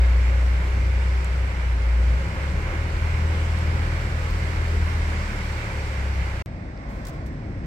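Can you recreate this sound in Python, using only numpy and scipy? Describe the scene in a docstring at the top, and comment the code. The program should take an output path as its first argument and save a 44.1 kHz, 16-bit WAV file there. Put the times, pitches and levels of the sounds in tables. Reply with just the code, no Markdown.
"""A diesel engine drones as a box truck creeps into flood water in a concrete underpass, heard from above.
It revs up and eases off; the engine block clatters, the body rings and the wheels push a sloshing,
fizzing wash. After a brief silence a click opens a second scene: far traffic rumbles between the walls
while a hand rustles on the camera. A few sharp ticks sound close by."""
import sys
import numpy as np
from scipy import signal
from scipy.fft import rfft, irfft, next_fast_len
from scipy.io import wavfile
from scipy.ndimage import uniform_filter1d, map_coordinates

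SR = 44100
rng = np.random.default_rng(int(sys.argv[2]) if len(sys.argv) > 2 else 0)


def generate_wav(sig):
    """Save sig (samples, or channels by samples) to the path in sys.argv[1] as 16-bit PCM at SR."""
    pcm = np.round(np.clip(np.atleast_2d(sig).T, -1, 1) * 32767).astype(np.int16)
    wavfile.write(sys.argv[1], SR, pcm)


N = 337806
TIME_S = np.arange(N) / SR
TRUCK_END_S, TRAFFIC_START_S = 6.424, 6.46
CRAWL_HZ = 60  # engine firings per second at a crawl; revs_hz below is the rate minus this


def amp(db):
    """Turn decibels into a gain to multiply by."""
    return 10 ** (np.asarray(db) / 20)

def unit(x):
    """Scale a signal to an average (rms) level of 1."""
    return x / np.sqrt(np.mean(x ** 2) + 1e-20)

def along(points, hz):
    """Read between (pitch_hz, value) points on a log pitch scale."""
    pitches, values = np.transpose(points)
    return np.interp(np.log(hz + 1), np.log(pitches + 1), values)

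def curves(rows):
    """Join timed rows with straight lines: one curve for each column after the time."""
    times, *columns = np.transpose(rows)
    return [np.interp(TIME_S, times, column) for column in columns]

def wobble(rate):
    """A smooth curve through `rate` random values a second."""
    points = rng.standard_normal(int(N * rate / SR) + 4)
    return map_coordinates(points, [TIME_S * rate])

def filtered(x, response):
    """Change the strength and timing of each frequency in x by response(hz)."""
    size = next_fast_len(N + SR // 2)
    hz = np.fft.rfftfreq(size, 1 / SR)
    return irfft(rfft(x, size) * response(hz), size)[..., :N]

def coloured(x, spectrum):
    """Give x a tone colour that fades above the table's last pitch, at level 1."""
    rolloff_hz = 2 * spectrum[-1][0]
    return unit(filtered(x, lambda hz: amp(along(spectrum, hz)) / (1 + (hz / rolloff_hz) ** 4)))

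def white_noise():
    """Two unrelated, even hisses."""
    return rng.standard_normal((2, N))

def patchy_noise(patchy_db):
    """Two unrelated hisses with drifting louder and softer patches."""
    bands = signal.stft(white_noise(), nperseg=512)[2]
    patches = uniform_filter1d(rng.standard_normal(bands.shape[1:]), size=5, axis=0)
    patches = uniform_filter1d(patches, size=16, axis=1)
    return unit(signal.istft(bands * amp(patchy_db * unit(patches)), nperseg=512)[1][:, :N])

def ringing(force, notes):
    """A shaken thing rings at its own notes, however fast it is shaken."""
    def response(hz):
        return sum(amp(db) * (1j * hz * width / (pitch ** 2 - hz ** 2 + 1j * hz * width)) ** 2
                   for pitch, width, db in notes)
    return unit(filtered(force, response))

def stereo(pair, likeness):
    """Blend two unrelated signals into a partly alike left and right."""
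    def blend(hz):
        angle = np.arccos(np.clip(along(likeness, hz), -1, 1)) / 2
        return np.array([np.cos(angle), np.sin(angle)])
    middle, side = filtered(pair, blend)
    return np.array([middle + side, middle - side])


# Engine speed, and its note swelling and dipping in the ramp's standing waves: time_s, firing_hz, level_db
ENGINE_RUN = [(0.0, 60.1, -14.5), (0.27, 60.8, -17.5), (0.55, 61.3, -17.8), (0.7, 62.4, -22.5),
              (0.82, 62.1, -19.5), (1.19, 62.8, -20.3), (1.29, 62.7, -24), (1.42, 63.2, -21),
              (1.53, 62.8, -28), (1.69, 59.6, -19.5), (1.81, 58.6, -21.3), (1.93, 58.5, -17.5),
              (2.13, 60.5, -17.3), (2.31, 68.2, -30), (2.47, 70.3, -28), (2.58, 73.6, -25.5),
              (2.66, 76, -33), (2.77, 76.4, -24), (2.9, 78.7, -25.3), (3.2, 79.1, -22.2),
              (3.64, 79.7, -22.7), (3.92, 80.5, -24.5), (4.01, 80.9, -27), (4.33, 79.9, -27),
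              (4.86, 79.4, -22.3), (5.22, 75.6, -26), (5.32, 74.6, -38), (5.42, 74.3, -29),
              (5.58, 72.8, -31), (5.67, 72.0, -41), (5.77, 71.5, -29), (5.92, 69.8, -30), (6.0, 68.3, -27),
              (6.2, 66.4, -23.3), (6.4, 63.3, -32)]
# A throb once a shaft turn, setting in at high revs: firing_hz, level_db
THROB = [(60, -41), (69, -42), (74, -31.7), (81, -30.7)]
# The overtone a fifth above the firing note, with its own dips: time_s, level_db
FIFTH = [(0.0, -36), (0.7, -35), (0.95, -32), (1.2, -37), (2.15, -35.5), (2.3, -42), (2.6, -34.5),
         (3.5, -36), (3.9, -34), (4.8, -38), (5.1, -45), (5.45, -35.3), (6.3, -34.2)]
# Higher tones that snarl under load: cycles_per_turn, relative_db
SNARL = [(3.5, -27.5), (4, -31), (4.5, -26.5), (5, -23.5), (8, -32), (10, -34.5)]

def exhaust(firing_hz, firing_db, shaft, pull):
    """Four cylinders fire twice a turn in a firm note; imbalance adds tones below and above it."""
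    def tone(cycles_per_turn):
        return np.sqrt(2) * np.sin(cycles_per_turn * shaft + rng.uniform(0, 2 * np.pi))
    throb, note, fifth = tone(1), tone(2), tone(3)
    note_db = np.maximum(firing_db, -39.5)  # sound straight from the tailpipe fills the deepest dips
    drone = amp(note_db + 0.4 * wobble(20)) * note
    drone += amp(along(THROB, firing_hz) + 0.7 * wobble(7.1)) * throb
    drone += amp(curves(FIFTH)[0] + 0.8 * wobble(6)) * fifth
    snarl_db = -27 - 0.0665 * (firing_hz - CRAWL_HZ) + 0.17 * pull
    for cycles_per_turn, db in SNARL:
        drone += amp(snarl_db + db + 3.5 * wobble(7)) * tone(cycles_per_turn)
    return drone

# Tone colour of the deep boom: pitch_hz, relative_db
BOOM_COLOUR = [(18, -19), (28, 3), (36, 0), (50, 9.5), (65, 3.5), (95, 3.5), (140, -1.5), (185, -2.5),
               (250, -13), (320, -9.5), (400, -11.5), (600, -34)]

def boom(revs_hz, pull):
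    """The engine booms between the walls, louder with speed and load."""
    level_db = -34.5 + 0.2045 * revs_hz + 0.0537 * pull + 0.18 * wobble(3.3)
    return amp(level_db) * coloured(patchy_noise(1.1), BOOM_COLOUR)

def knocks(shaft, depth):
    """Noise that swells at each firing."""
    return white_noise() * (1 + depth * np.cos(2 * shaft))

# Tone colour of the clatter: pitch_hz, relative_db
CLATTER_COLOUR = [(170, -20), (280, -9.5), (400, -4), (460, -5.5), (540, -1.5), (690, -6), (820, -3.5),
                  (1000, -3), (1200, -4.5), (1550, -0.5), (1850, -4), (2150, -2), (2500, -8.5),
                  (2900, -10.5), (4200, -28)]

def clatter(shaft, revs_hz):
    """The engine clatters more with speed, and a little extra at first while the truck is close."""
    near_db = 1.5 * np.exp(-TIME_S)
    level_db = -37 + 0.1071 * revs_hz + near_db + 0.57 * wobble(9.8)
    return amp(level_db) * coloured(knocks(shaft, depth=0.025), CLATTER_COLOUR)

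# Notes of the engine block: pitch_hz, width_hz, relative_db
BLOCK_NOTES = [(2130, 144, -16), (2316, 144, -16.5)]

def block_ring(shaft, revs_hz, pull, easing):
    """Firings ring the block, harder under load and for a moment as the driver eases off."""
    level_db = -49.5 + 0.0067 * revs_hz + 0.0571 * pull + 4 * easing + 1.6 * wobble(13)
    return amp(level_db) * ringing(knocks(shaft, depth=0.39), BLOCK_NOTES)

# Notes of the truck's body: pitch_hz, width_hz, relative_db
BODY_NOTES = [(411.5, 20, -6.5), (535.4, 54, 0), (582, 36, -6.5)]
# How loudly the body rings: time_s, level_db
BODY_LEVEL = [(0.0, -51), (0.45, -46), (1.15, -50), (1.45, -47.5), (1.7, -58), (2.0, -43), (2.6, -46),
              (2.9, -50), (4.2, -49), (5.0, -55.5), (5.8, -46), (6.4, -55)]

def body_ring(shaft):
    """The engine shakes the body panels into a hollow ring."""
    return amp(curves(BODY_LEVEL)[0]) * ringing(knocks(shaft, depth=0.19), BODY_NOTES)

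def bubbles(per_second, pitch_hz, cycles, spread_db):
    """A swarm of tiny bubbles, each a dying note that rises in pitch."""
    when, pitch_draw, size_draw = np.hsplit(rng.random((int(per_second * N / SR), 3)), 3)
    t = np.arange(256) / SR
    turns = pitch_hz * 2 ** (2 * pitch_draw - 1) * t  # up to an octave either way
    size = amp(-spread_db * np.log(np.maximum(size_draw, 0.01)))
    rings = size * np.sin(2 * np.pi * turns * (1 + 15 * t)) * np.exp(-turns / cycles)
    samples = (when * N).astype(int) + np.arange(len(t))
    return unit(np.bincount(samples.ravel(), rings.ravel(), N)[:N])

# Strength of the wave the truck pushes ahead: time_s, relative_db
WAVE_LEVEL = [(0.0, -51.5), (0.19, -51), (1.93, -53), (2.18, -51.5), (2.68, -52), (3.29, -50), (5.5, -48.5),
              (6.25, -52)]
# Tone colour of the breaking water: pitch_hz, relative_db
WASH_COLOUR = [(2200, -8.5), (3500, -3.5), (3820, -1.5), (4000, -2.5), (4300, -1), (4900, -2.5),
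               (5520, -2.5), (5900, -5.5), (6800, -8), (7700, -5.5), (9300, -15.5), (10300, -16.5),
               (11300, -19), (13000, -18), (15000, -22.5)]

def wash():
    """The wave breaks into spray, dense fizz and sparse spatter."""
    level_db = 3 + curves(WAVE_LEVEL)[0] + 0.26 * wobble(12)
    fizz = np.array([bubbles(1000, pitch_hz=5650, cycles=1.5, spread_db=0.5) for _ in range(2)])
    spatter = np.array([bubbles(78, pitch_hz=4920, cycles=12, spread_db=2.5) for _ in range(2)])
    spray = patchy_noise(1.3)
    return amp(level_db) * coloured(spray + amp(-10.5) * fizz + amp(-16.5) * spatter, WASH_COLOUR)

def swell(peak_s, swell_s):
    """A smooth hump that rises to 1 at peak_s and falls again."""
    return np.exp(-((TIME_S - peak_s) / swell_s) ** 2)

# Short swells of noise: peak_s, level_db, pitch_hz, swell_s
NOISE_SWELLS = [(0.27, -40.5, 2180, .06), (0.55, -45, 2130, 0.048), (2.57, -42, 403, 0.069),
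                (2.75, -42, 337, 0.044), (3.13, -42.5, 2210, 0.074), (3.25, -45.5, 950, 0.39),
                (3.33, -42, 450, 0.082), (3.42, -49.5, 2800, 0.28), (3.44, -57, 6800, .05),
                (4.15, -44.5, 534, .09), (4.75, -40, 370, 0.041), (5.25, -43.5, 2200, 0.055),
                (5.61, -42, 2200, .06), (6.2, -47, 2250, .08)]

def noise_swells():
    """Noise swells, each around its own pitch: low sloshes, pulses of engine clatter, bright splashes."""
    return sum(amp(db) * swell(peak_s, swell_s) * ringing(white_noise(), [(hz, 0.33 * hz, 0)])
               for peak_s, db, hz, swell_s in NOISE_SWELLS)

# Sharp little ticks close by: start_s, level_db, pitch_hz, fade_cycles
CLOSE_TICKS = [(1.2462, -23, 7600, 2.2), (3.589, -30, 8500, 2.4), (4.307, -33, 13500, 2.4),
               (6.7755, -40, 5000, 4.6)]

def ticks():
    """Each tick is a tiny snap that rings for a few cycles."""
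    sound = np.zeros(N + SR)
    t = np.arange(SR // 50) / SR
    for start_s, db, hz, fade_cycles in CLOSE_TICKS:
        age = hz * t / fade_cycles
        ring = np.sin(2 * np.pi * hz * t) + amp(-26) * rng.standard_normal(len(t))
        rise = np.minimum(age / 0.23, 1)
        sound[round(start_s * SR):][:len(t)] += amp(db) * ring * rise * np.exp(-age)
    return sound[:N]

# The note of a low moan: pitch_hz, width_hz, relative_db
MOAN_NOTE = [(195, 31, 0)]

def moan(easing):
    """A low moan swells as the driver eases off."""
    return amp(-45) * easing * ringing(white_noise(), MOAN_NOTE)

def wall_echoes(x, echo_db, count=8):
    """Echoes off the concrete boost some middle and high pitches and thin out others."""
    delays_s = rng.uniform(0.008, 0.07, (count, 2, 1))
    def response(hz):
        echoes = np.exp(-2j * np.pi * hz * delays_s).sum(0) / np.sqrt(count)
        return 1 + amp(echo_db) * echoes * hz / (hz + 700)
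    return filtered(x, response)

# How alike the truck sounds left and right: pitch_hz, likeness_0_to_1
TRUCK_LIKENESS = [(60, 0.98), (200, 0.99), (520, 1), (750, 0.8), (1100, 0.6), (1400, 0.46), (2200, 0.32),
                  (3000, 0), (6000, 0)]
# How far ahead its sound is on the left: pitch_hz, lead_radians
TRUCK_LEFT_LEAD = [(60, 0.26), (200, 0), (350, 0.82), (520, 0.5), (750, 1.02), (1000, 1.5), (1250, 2),
                   (1700, 3.5), (2000, 5.5), (2300, 5.5), (3000, 7.5)]

def truck():
    """The exhaust drones in the middle; the engine's noises and the water echo off the walls."""
    firing_hz, firing_db = curves(ENGINE_RUN)
    shaft = np.pi * np.cumsum(firing_hz) / SR  # angle in radians, half a turn per firing
    revs_hz = firing_hz - CRAWL_HZ
    # Load on the engine: how fast it speeds up, in Hz per second, smoothed over 0.3 s.
    pull = uniform_filter1d(np.gradient(firing_hz) * SR, size=int(0.3 * SR))
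    easing = swell(peak_s=5.27, swell_s=0.59)  # the driver eases off
    noises = boom(revs_hz, pull) + clatter(shaft, revs_hz) + block_ring(shaft, revs_hz, pull, easing)
    noises += body_ring(shaft) + moan(easing) + wash() + noise_swells()
    drone = exhaust(firing_hz, firing_db, shaft, pull)
    echoing = stereo(wall_echoes(noises, echo_db=-13.5), TRUCK_LIKENESS)
    left_first = lambda hz: np.exp(0.5j * along(TRUCK_LEFT_LEAD, hz) * np.array([[1], [-1]]))
    return drone + filtered(echoing, left_first)

# Tone colours of the far engines' rumble and growl: pitch_hz, relative_db
RUMBLE_COLOUR = [(20, -23), (32, 2), (46, 12.5), (65, 9.5), (100, 8.5), (150, -22), (260, -41)]
GROWL_COLOUR = [(70, -17), (125, 3), (180, -1), (290, -5.5), (420, -14.5), (600, -19), (900, -58)]

def far_engines():
    """The rumble grows as traffic draws nearer; one engine opens up and stays loud."""
    elapsed_s = np.maximum(TIME_S - TRAFFIC_START_S, 0)
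    rumble_db = -34.5 + 2.5 * elapsed_s + 0.78 * wobble(11)
    rumble = amp(rumble_db) * coloured(patchy_noise(0.1), RUMBLE_COLOUR)
    opening_up = 0.5 * (1 + np.tanh((TIME_S - 7.18) / 0.05))
    growl = amp(-37.5 + 3 * opening_up) * coloured(patchy_noise(0.6), GROWL_COLOUR)
    return rumble + growl

# Tone colour of tyres on the road: pitch_hz, relative_db
TYRE_COLOUR = [(330, -18), (540, -1), (700, -1.5), (1000, -8), (1250, -10), (2100, -6.5), (3000, -22),
               (4300, -25), (5400, -24.5), (6900, -35), (8000, -30.5), (10000, -53), (14500, -52)]
# Their hollow hum between the walls: pitch_hz, width_hz, relative_db
HUM_NOTES = [(528, 69, -4.5), (1063, 100, -6), (1500, 70, -12)]

def tyres():
    """The road's steady hiss swells once, with a hollow hum as tyres pass."""
    hiss_db = -44.5 + 3 * swell(peak_s=7.03, swell_s=0.19)
    hiss = amp(hiss_db) * coloured(patchy_noise(0.9), TYRE_COLOUR)
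    nearness = 1 / (1 + ((TIME_S - 7.02) / 0.22) ** 2)
    return hiss + amp(-46.5) * nearness * ringing(white_noise(), HUM_NOTES)

# How alike the traffic sounds left and right: pitch_hz, likeness_0_to_1
TRAFFIC_LIKENESS = [(60, 0.99), (200, 1), (400, 1), (700, 0.51), (1400, 0.22), (2300, 0.31), (3500, 0.15),
                    (6000, 0.05)]

def traffic(lead_s=0.00031):
    """The sound of far engines and tyres reaches the left side just before the right."""
    left_first = lambda hz: np.exp(1j * np.pi * hz * lead_s * np.array([[1], [-1]]))
    return filtered(stereo(far_engines() + tyres(), TRAFFIC_LIKENESS), left_first)

# Slips of the hand: start_s, level_db, fade_s (time to fall by 60 dB)
HAND_SLIPS = [(6.889, -58.5, 1), (7.05, -38, 0.033), (7.067, -36.5, 0.05), (7.082, -39, 0.037),
              (7.092, -46, .05), (7.13, -60, .15), (7.26, -48, .04), (7.266, -53, 0.08), (7.33, -65, 0.1)]
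# Tone colour of rubbing skin: pitch_hz, relative_db
SKIN_COLOUR = [(1500, -35), (3200, -6.5), (8000, -7.5), (11000, -16.5), (15500, -11)]

def hand_rustle(rise_s=0.0027, catches_per_s=480, catch_db=2):
    """Skin slips on the camera in short scrapes: a soft rub, and tiny snaps as it catches and lets go."""
    force = np.zeros(N)
    for start_s, db, fade_s in HAND_SLIPS:
        age_s = TIME_S - start_s
        force += np.clip(age_s / rise_s, 0, 1) * amp(db - 60 * np.abs(age_s) / fade_s)
    catch_cycle = np.cumsum(catches_per_s * amp(4 * wobble(300))) / SR % 1
    catches = unit(np.exp(-6 * catch_cycle))
    rub = white_noise() * np.hypot(1, amp(catch_db) * catches)
    return force * coloured(rub, SKIN_COLOUR)

def scene():
    """The truck, a moment of silence, then a click and the far traffic."""
    truck_on = np.clip((TRUCK_END_S - TIME_S) / 0.002, 0, 1)  # fades out in 2 ms
    traffic_on = TIME_S >= TRAFFIC_START_S
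    click = amp(-33) * (np.arange(N) == round(TRAFFIC_START_S * SR))
    return truck() * truck_on + click + traffic() * traffic_on + ticks() + hand_rustle()

# How the camera's body shades the two sides: pitch_hz, left_minus_right_db
SIDE_SHADE = [(110, 0.95), (230, -0.7), (410, 2.5), (620, -1), (880, 1), (1350, -1.5), (2100, -9),
              (3000, -1), (4000, 1.3), (5200, -0.5), (8300, 0.5), (10800, 6.5), (12500, 2.5)]

def record(dry, top_hz=15800):
    """The camera's body tips each pitch left or right; nothing above top_hz is kept."""
    def response(hz):
        sides = amp(along(SIDE_SHADE, hz) * np.array([[0.5], [-0.5]]))
        return sides / np.sqrt(np.mean(sides ** 2, axis=0)) * (hz < top_hz)
    return filtered(dry, response)


dry = scene()
out = record(dry)
generate_wav(out)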